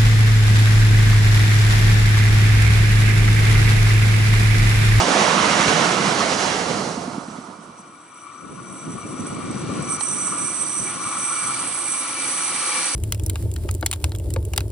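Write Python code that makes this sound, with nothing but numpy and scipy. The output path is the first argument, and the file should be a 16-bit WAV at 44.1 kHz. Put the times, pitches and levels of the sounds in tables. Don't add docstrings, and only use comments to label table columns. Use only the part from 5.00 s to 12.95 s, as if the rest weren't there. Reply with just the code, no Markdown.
import sys
import numpy as np
from scipy import signal
from scipy.fft import rfft, irfft, next_fast_len
from scipy.io import wavfile
from scipy.ndimage import uniform_filter1d, map_coordinates

SR = 44100
rng = np.random.default_rng(int(sys.argv[2]) if len(sys.argv) > 2 else 0)


def undo_db(level):
    steps = np.asarray(level, float) / 20
    return 10 ** steps


def transcribe(signal):
    frames = np.atleast_2d(signal).T
    limited = np.clip(frames, -1, 1)
    pcm = np.round(limited * 32767).astype(np.int16)
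    wavfile.write(sys.argv[1], SR, pcm)


N = 350595
T = np.arange(N) / SR
SIZE = next_fast_len(N)
HZ = np.fft.rfftfreq(SIZE, 1 / SR)
MIDDLE_DB = -42


def unit(x):
    return x / np.sqrt(np.mean(x ** 2) + 1e-20)


def along(rows):
    hz, *cols = np.transpose(rows)
    return [np.interp(np.log(HZ + 1), np.log(hz + 1), c) for c in cols]


def curves(rows, rise_db=0., fall_db=0.):
    s, *cols = np.transpose(rows)
    edge = rise_db * np.maximum(s[0] - T, 0) + fall_db * np.maximum(T - s[-1], 0)
    return [np.interp(T, s, c) - edge for c in cols]


def tent(peak_s, rise_db, fall_db, hold_s=0.):
    return -rise_db * np.maximum(peak_s - T, 0) - fall_db * np.maximum(T - peak_s - hold_s, 0)


def wobble(rate):
    return map_coordinates(rng.standard_normal(int(N * rate / SR) + 4), [T * rate])


def ports(gain, alike, lead, pan_db):
    noise = rng.standard_normal((2, len(HZ))) + 1j * rng.standard_normal((2, len(HZ)))
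    shared, apart = gain * noise
    turn = np.arccos(np.clip(alike, 0, 1)) / 2
    left = (np.cos(turn) * shared + np.sin(turn) * apart) * undo_db(pan_db / 2) * np.exp(.5j * lead)
    right = (np.cos(turn) * shared - np.sin(turn) * apart) * undo_db(-pan_db / 2) * np.exp(-.5j * lead)
    return np.array([left, right])


def patches(shape, bins, frames):
    across = uniform_filter1d(rng.standard_normal(shape), size=bins, axis=0)
    return unit(uniform_filter1d(across, size=frames, axis=1))


def patchy(spectra, patchy_db):
    z = signal.stft(irfft(spectra, SIZE)[:, :N], nperseg=512)[2]
    brief_broad = patches(z.shape[1:], bins=6, frames=5)
    long_narrow = patches(z.shape[1:], bins=2, frames=30)
    gain = undo_db(patchy_db * (0.74 * brief_broad + 0.61 * long_narrow))
    pair = signal.istft(z * gain, nperseg=512)[1][:, :N]
    return pair / np.sqrt(np.mean(pair.mean(axis=0) ** 2))


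def roar(spectrum, image, patchy_db):
    return patchy(ports(undo_db(along(spectrum)[0]), *along(image)), patchy_db)


def sing(modes, image, patchy_db):
    power = sum((undo_db(db) / (1 + (2 * (HZ - hz) / width) ** 4)) ** 2 for hz, width, db in modes)
    return patchy(ports(np.sqrt(power), *along(image)), patchy_db)


def add(track, s, sound):
    at = round(s * SR)
    track[at:at + len(sound)] += sound


# [f/Hz, relative level/dB per Hz]
RUMBLE = [(30, -74), (60, -17.5), (110, -11), (180, 1), (300, -3.5), (450, -8.5), (600, -33)]
BOGIE = [(280, -26), (400, -1), (550, 2), (700, 0.5), (900, -2.5), (1100, -36)]
ROLLING = [(750, -36), (900, -1.5), (1350, -1), (1500, -6), (1900, -63)]
WHEEL_RING = [(1200, -34), (1500, -0.5), (2250, 0.5), (2550, -4.5), (2800, -1), (4000, -6.5), (4700, -64)]
AIR_RUSH = [(3400, -51), (4000, 0), (5000, -1), (5900, 0.5), (7000, -4.5), (8500, -8), (11100, -17)]
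# [f/Hz, likeness/0-1, left lead/rad, left over right/dB]
LEAVING_IMAGE = [(100, 1, -0.48, -0.5), (250, 0.93, -0.17, -4.5), (580, 0.7, -0.21, -9.5),
                 (1120, 0.76, 0.69, -12), (1780, 0.22, 0.72, -8), (3200, 0.45, 0.72, -5),
                 (5900, 0.73, 0.14, -4), (8240, 0.3, -0.24, -5), (9600, 0.75, -0.23, 6.5),
                 (10800, 1, 0, -1)]
# [t/s, level/dB]
FADE = [(0.0, -1), (0.35, -1), (0.8, -1.5), (1.2, -3), (1.5, -4.5), (1.8, -9), (2.1, -18), (2.4, -24.5),
        (2.7, -31)]
# [full level/dB, share of the fade, lateness/s, centre f/Hz]
LEAVING_LAYERS = [(-24.5, 0.96, 0.23, 240), (-24, 1.1, 0.17, 550), (-24, 0.68, -0.19, 1150),
                  (-23.5, 1.15, -.08, 2000), (-25.5, 1.19, 0.081, 7100)]
# [t/s, level/dB, centre f/Hz]
BOGIE_SURGES = [(0.2, 2.5, 553), (0.4, 3, 1200), (0.4, 1, 200), (0.7, 2.5, 2930), (0.95, 2.5, 900),
                (1.0, 2, 200), (1.35, 2.5, 497), (1.4, 4, 5500), (1.5, 2.5, 2510)]


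def bogie_surges(hz):
    length_s, spread_octaves = 0.12, 0.76
    lift = 0
    for s, lift_db, centre_hz in BOGIE_SURGES:
        distance = ((T - s) / length_s) ** 2 + (np.log2(hz / centre_hz) / spread_octaves) ** 2
        lift += lift_db * np.exp(-distance)
    return lift


def leaving_train():
    shudder_db = 0.58 * wobble(8.87) + 0.88 * wobble(24.77)
    fade_db, = curves(FADE, fall_db=30)
    wheel_db = -34.5 + 0.82 * fade_db + 2.9 * wobble(9)
    sound = undo_db(wheel_db) * sing([(707, 69, 0)], LEAVING_IMAGE, patchy_db=2.5)
    spectra = RUMBLE, BOGIE, ROLLING, WHEEL_RING, AIR_RUSH
    for (db, share, late_s, hz), spectrum in zip(LEAVING_LAYERS, spectra):
        layer_fade_db = share * np.interp(T - late_s, T, fade_db)
        level_db = db + layer_fade_db + bogie_surges(hz) + shudder_db
        sound += undo_db(level_db) * roar(spectrum, LEAVING_IMAGE, patchy_db=1.0)
    return sound


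def wheel_flat():
    track, t = np.zeros(N), np.arange(-400, 400) / SR
    start_s, turn_s, thuds = 1.7655, .1023, 12
    for k, scatter in enumerate(rng.standard_normal(thuds)):
        hz = 260 - 5.5 * k
        half_length_s = .003 + 0.00021 * k
        thud = np.cos(2 * np.pi * hz * t) * np.exp(-(t / half_length_s) ** 2)
        add(track, start_s + turn_s * k, undo_db(1.9 * scatter) * thud)
    level_db = -17 + tent(2.1, rise_db=17, fall_db=30.5)
    return track * undo_db(level_db) * undo_db([[-2.1], [2.1]])


# [f/Hz, likeness/0-1, left lead/rad, left over right/dB]
RAIL_IMAGE = [(1200, 0.77, 0.26, 8.5), (2320, 1, -0.5, 6.5), (6060, 1, -1.44, 7), (7000, 0.7, -2, 3),
              (7670, 0.7, -3, -4), (7940, 0.82, -2.5, -12), (8220, 0.1, -2.5, -16), (8350, 0.2, 2.2, -9),
              (8800, 1, -3, -17.5), (8800, 1, -3.5, -13), (8900, 1, 3, -5), (9500, 0.95, -0.1, -3),
              (10900, 0.99, 0, -1.5)]
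# [t/s, level/dB]
SINGING = [(2.3, -52.5), (2.65, -58), (3.2, -52.5), (3.55, -51), (3.8, -45), (4.6, -44.5), (4.8, -42.5)]
# [f/Hz, width/Hz, relative level/dB]
FAR_MODES = [(5860, 250, -4.5), (5950, 65, 3.5), (6040, 310, -11), (7740, 550, -1), (8300, 230, -4),
             (8800, 490, -15), (9680, 83, 2), (9930, 490, -11), (10600, 70, -7), (10950, 160, -13)]


def far_singing():
    level_db, = curves(SINGING, rise_db=20, fall_db=8)
    return undo_db(level_db + 1.9 * wobble(25)) * sing(FAR_MODES, RAIL_IMAGE, patchy_db=-0.5)


# [t/s, level/dB]
RAIL_VIBRATION = [(2.4, -54), (2.65, -52), (3.15, -45.5), (3.55, -43), (3.85, -40.5), (4.35, -37.5),
                  (4.6, -38.5), (4.95, -34.5), (5.15, -37.5), (5.35, -35), (5.6, -36.5), (5.97, -36),
                  (6.15, -32), (6.55, -32.5), (6.75, -40), (6.95, -34.5), (7.3, -36.5), (7.6, -34.5),
                  (7.8, -33.5), (7.95, -42)]
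# [f/Hz, width/Hz, relative level/dB]
HUM = [(990, 85, -5), (1084, 81, -1), (1169, 92, 3), (1308, 120, 0.5), (1426, 93, -1.5)]
WHINE = [(2322, 113, 0), (2295, 180, -11.5)]


def rail_hum():
    hum_db, = curves(RAIL_VIBRATION, rise_db=20)
    near_s, gain_db = 4.36, 3
    whine_db = MIDDLE_DB - 13 + 0.97 * (hum_db - MIDDLE_DB) + gain_db * np.maximum(T - near_s, 0)
    hum = undo_db(hum_db + 0.31 * wobble(18)) * sing(HUM, RAIL_IMAGE, patchy_db=2.0)
    whine = undo_db(whine_db + 2.26 * wobble(21)) * sing(WHINE, RAIL_IMAGE, patchy_db=0.5)
    return hum + whine


# [t/s, level/dB]
CLOSENESS = [(2.75, -57.5), (3.05, -57.5), (3.55, -53), (4.3, -46), (4.8, -42), (5.3, -42), (5.9, -40.5),
             (6.6, -37), (6.9, -38.5), (7.2, -35), (7.45, -34), (7.65, -32), (7.78, -30), (7.95, -32)]
# [f/Hz, likeness/0-1, left lead/rad, left over right/dB]
NEARING_IMAGE = [(100, 1, -1.1, -1.5), (600, 0.95, 0.6, 0.88), (1800, 0.85, -0.1, 0.86),
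                 (3740, 0.7, -0.3, .1), (4610, 0.073, -5.5, 2.4), (6850, 0.56, -0.5, 3),
                 (10000, 0.48, 3, 1)]
# [f/Hz, relative level/dB per Hz]
FAR_ROLLING = [(500, -33), (720, -7), (830, 3), (1000, -4), (1900, -1.5), (2900, -1.5), (3100, -3),
               (3800, -5), (4400, -9), (5500, -21.5)]
FAR_RUSH = [(2500, -27), (3500, -18.5), (4000, -0.5), (4450, 1.5), (4800, -0.5), (5000, -3), (5500, -1),
            (7000, -5.5), (9000, -10), (10500, -21), (11100, -24)]
# [f/Hz, width/Hz, relative level/dB]
DRONE = [(132, 96, -5.5), (302, 138, 2.5), (610, 430, -6.5)]
MOTOR = [(526, 84, 0)]


def nearing_train():
    rolling_db, = curves(CLOSENESS, rise_db=20)
    nearer_db = rolling_db - MIDDLE_DB
    drone_full_db = -5
    drone_db = -42.5 + 1.16 * np.minimum(nearer_db - drone_full_db, 0)
    motor_db = -58.5 + 1.16 * nearer_db
    rush_db = -49 + 1.28 * nearer_db
    sound = undo_db(drone_db + 0.25 * wobble(16)) * sing(DRONE, NEARING_IMAGE, patchy_db=1.5)
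    sound += undo_db(motor_db) * sing(MOTOR, NEARING_IMAGE, patchy_db=2.0)
    for db, spectrum in ((rolling_db, FAR_ROLLING), (rush_db, FAR_RUSH)):
        sound += undo_db(db + 0.58 * wobble(12)) * roar(spectrum, NEARING_IMAGE, patchy_db=1.0)
    return sound


# [start t/s, length/s, level/dB]
GUSTS = [(3.444, 0.16, -41), (3.62, 0.16, -42.5), (3.852, 0.11, -34.5), (4.063, .12, -34),
         (4.197, .08, -29), (4.295, 0.076, -28), (4.428, 0.13, -29.5), (4.607, 0.066, -29.5),
         (4.694, 0.087, -25.5), (4.83, .07, -29), (5.075, .15, -39), (5.252, 0.24, -38), (5.5, 0.16, -43.5),
         (5.815, 0.023, -33), (5.95, 0.11, -38), (6.17, .06, -41.5), (6.4, 0.27, -42), (6.88, 0.028, -52),
         (7.1, .35, -53.5), (7.518, .03, -43), (7.743, 0.032, -45.5)]
# [f/Hz, relative level/dB per Hz]
BUFFET = [(30, -50), (60, -20.5), (110, -4.5), (170, 1), (300, -1.5), (500, -10.5), (900, -22),
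          (2000, -59.5)]
# [f/Hz, likeness/0-1, left lead/rad, left over right/dB]
BUFFET_IMAGE = [(100, 1, 0.25, .1), (253, 0.4, 0.61, .1), (600, 0.017, 0.19, .1)]


def wind():
    rise_db, fall_db = 300, 117
    breeze = undo_db(-52 + tent(GUSTS[0][0], rise_db, fall_db=3))
    gusts = np.max([undo_db(db + tent(s, rise_db, fall_db, length)) for s, length, db in GUSTS], axis=0)
    own_lumps = np.array([wobble(25), wobble(25)])
    lumps = undo_db(0.9 * wobble(30) + 2.0 * own_lumps)
    return (breeze + gusts) * unit(lumps * roar(BUFFET, BUFFET_IMAGE, patchy_db=-2.0))


# [t/s, strength/dB]
TICKS = [(3.9863, -40), (4.2667, -23.5), (4.346, -29), (4.51, -26), (4.8224, -25)]
# [f/Hz, relative level/dB]
PING = [(6050, -6.5), (8050, -6), (8300, -2), (8520, 0.5), (10050, -10), (10950, -17)]


def ticks():
    pings, t = np.zeros(N), np.arange(SR // 20) / SR
    for s, db in TICKS:
        ring = 0
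        for hz, level in PING:
            ring += undo_db(level + rng.normal(0, 2)) * np.sin(2 * np.pi * hz * t + rng.uniform(0, 2 * np.pi))
        onset = 1 - np.exp(-t / 0.0014)
        add(pings, s, undo_db(db - 2.5 - 60 * t / 0.032) * ring * onset)
    return pings * undo_db([[-6.5], [3.5]])


# [t/s, depth/dB, change/s, return/s]
LIFTS = [(4.976, 20, 0.0088, 0.033), (5.035, -7, .012, 0.0099), (5.2, 0.5, .1, 0.046),
         (5.27, -5, .02, 0.042), (6.0, 9.5, 0.2, 0.036), (6.05, 3, .05, 0.44), (7.11, 6.5, 0.16, 0.19),
         (7.66, 0, 0.49, 0.15)]
# [f/Hz, width/Hz, relative level/dB]
HISS = [(7280, 800, -16.5), (7760, 310, -3.5), (8160, 570, -5.5), (8360, 100, 3), (8610, 290, -2),
        (8460, 270, -15)]
HISS_TOP = [(9300, 1500, -7), (10020, 310, 0), (10340, 350, -5), (10570, 100, -14), (10750, 300, -13),
            (10960, 120, -6)]
HISS_LOW = [(5840, 290, -5.5), (6046, 133, 1), (6330, 300, -11.5)]


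def flange_hiss():
    touch_s = 4.895
    contact_db = tent(touch_s, rise_db=700, fall_db=0)
    for s, depth_db, ease_s, back_s in LIFTS:
        contact_db = contact_db - np.interp(T, [s - ease_s, s, s + back_s], [0, depth_db, 0])
    sag_db = 6 * np.exp(-((T - 6.7) / 0.25) ** 2)
    flutter_db = 0.78 * wobble(38) + 0.82 * wobble(13)
    sound = undo_db(-30 + contact_db + flutter_db) * sing(HISS, RAIL_IMAGE, patchy_db=-1.5)
    for db, gain_db, modes in ((-39.5, 3.5, HISS_TOP), (-39.5 - sag_db, 0.87, HISS_LOW)):
        level_db = db + gain_db * (T - touch_s) + .55 * contact_db + 1.2 * flutter_db
        sound += undo_db(level_db) * sing(modes, RAIL_IMAGE, patchy_db=0.5)
    return sound


# [t/s, strength/dB]
CRACK = [(5.0092, -12.5)]
# [f/Hz, relative level/dB, time to fall 60 dB/s]
CRACK_MODES = [(850, -1, .02), (1900, -4, .008), (3000, -7, .006), (4100, -2, .012), (5600, -5, .01),
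               (10000, -9, .006)]


def rail_crack():
    crack, t = np.zeros(N), np.arange(SR // 20) / SR
    for s, db in CRACK:
        ring = sum(undo_db(level - 60 * t / t60) * -np.cos(2 * np.pi * hz * t) for hz, level, t60 in CRACK_MODES)
        grit = np.gradient(uniform_filter1d(rng.standard_normal(len(t)), size=5))
        snap = grit * undo_db(10 - 60 * t / .014)
        add(crack, s, undo_db(db - 7) * (ring + snap))
    return crack * undo_db([[-1.1], [1.1]])


def scene():
    trains = leaving_train() + wheel_flat() + nearing_train()
    rail = far_singing() + rail_hum() + ticks() + flange_hiss() + rail_crack()
    return trains + rail + wind()


def roll_off(x):
    return signal.sosfilt(signal.butter(12, 11160, fs=SR, output="sos"), x)


def record(dry):
    top_hz, slope_hz = 11130, 120
    band_limit = np.clip((top_hz - HZ) / slope_hz, 0, 1) ** 2
    band = irfft(rfft(dry, SIZE) * band_limit, SIZE)[:, :N]
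    rounded = band / (1 + np.abs(band / .95) ** 6) ** (1 / 6)
    return roll_off(rounded)


dry = scene()
out = record(dry)
transcribe(out)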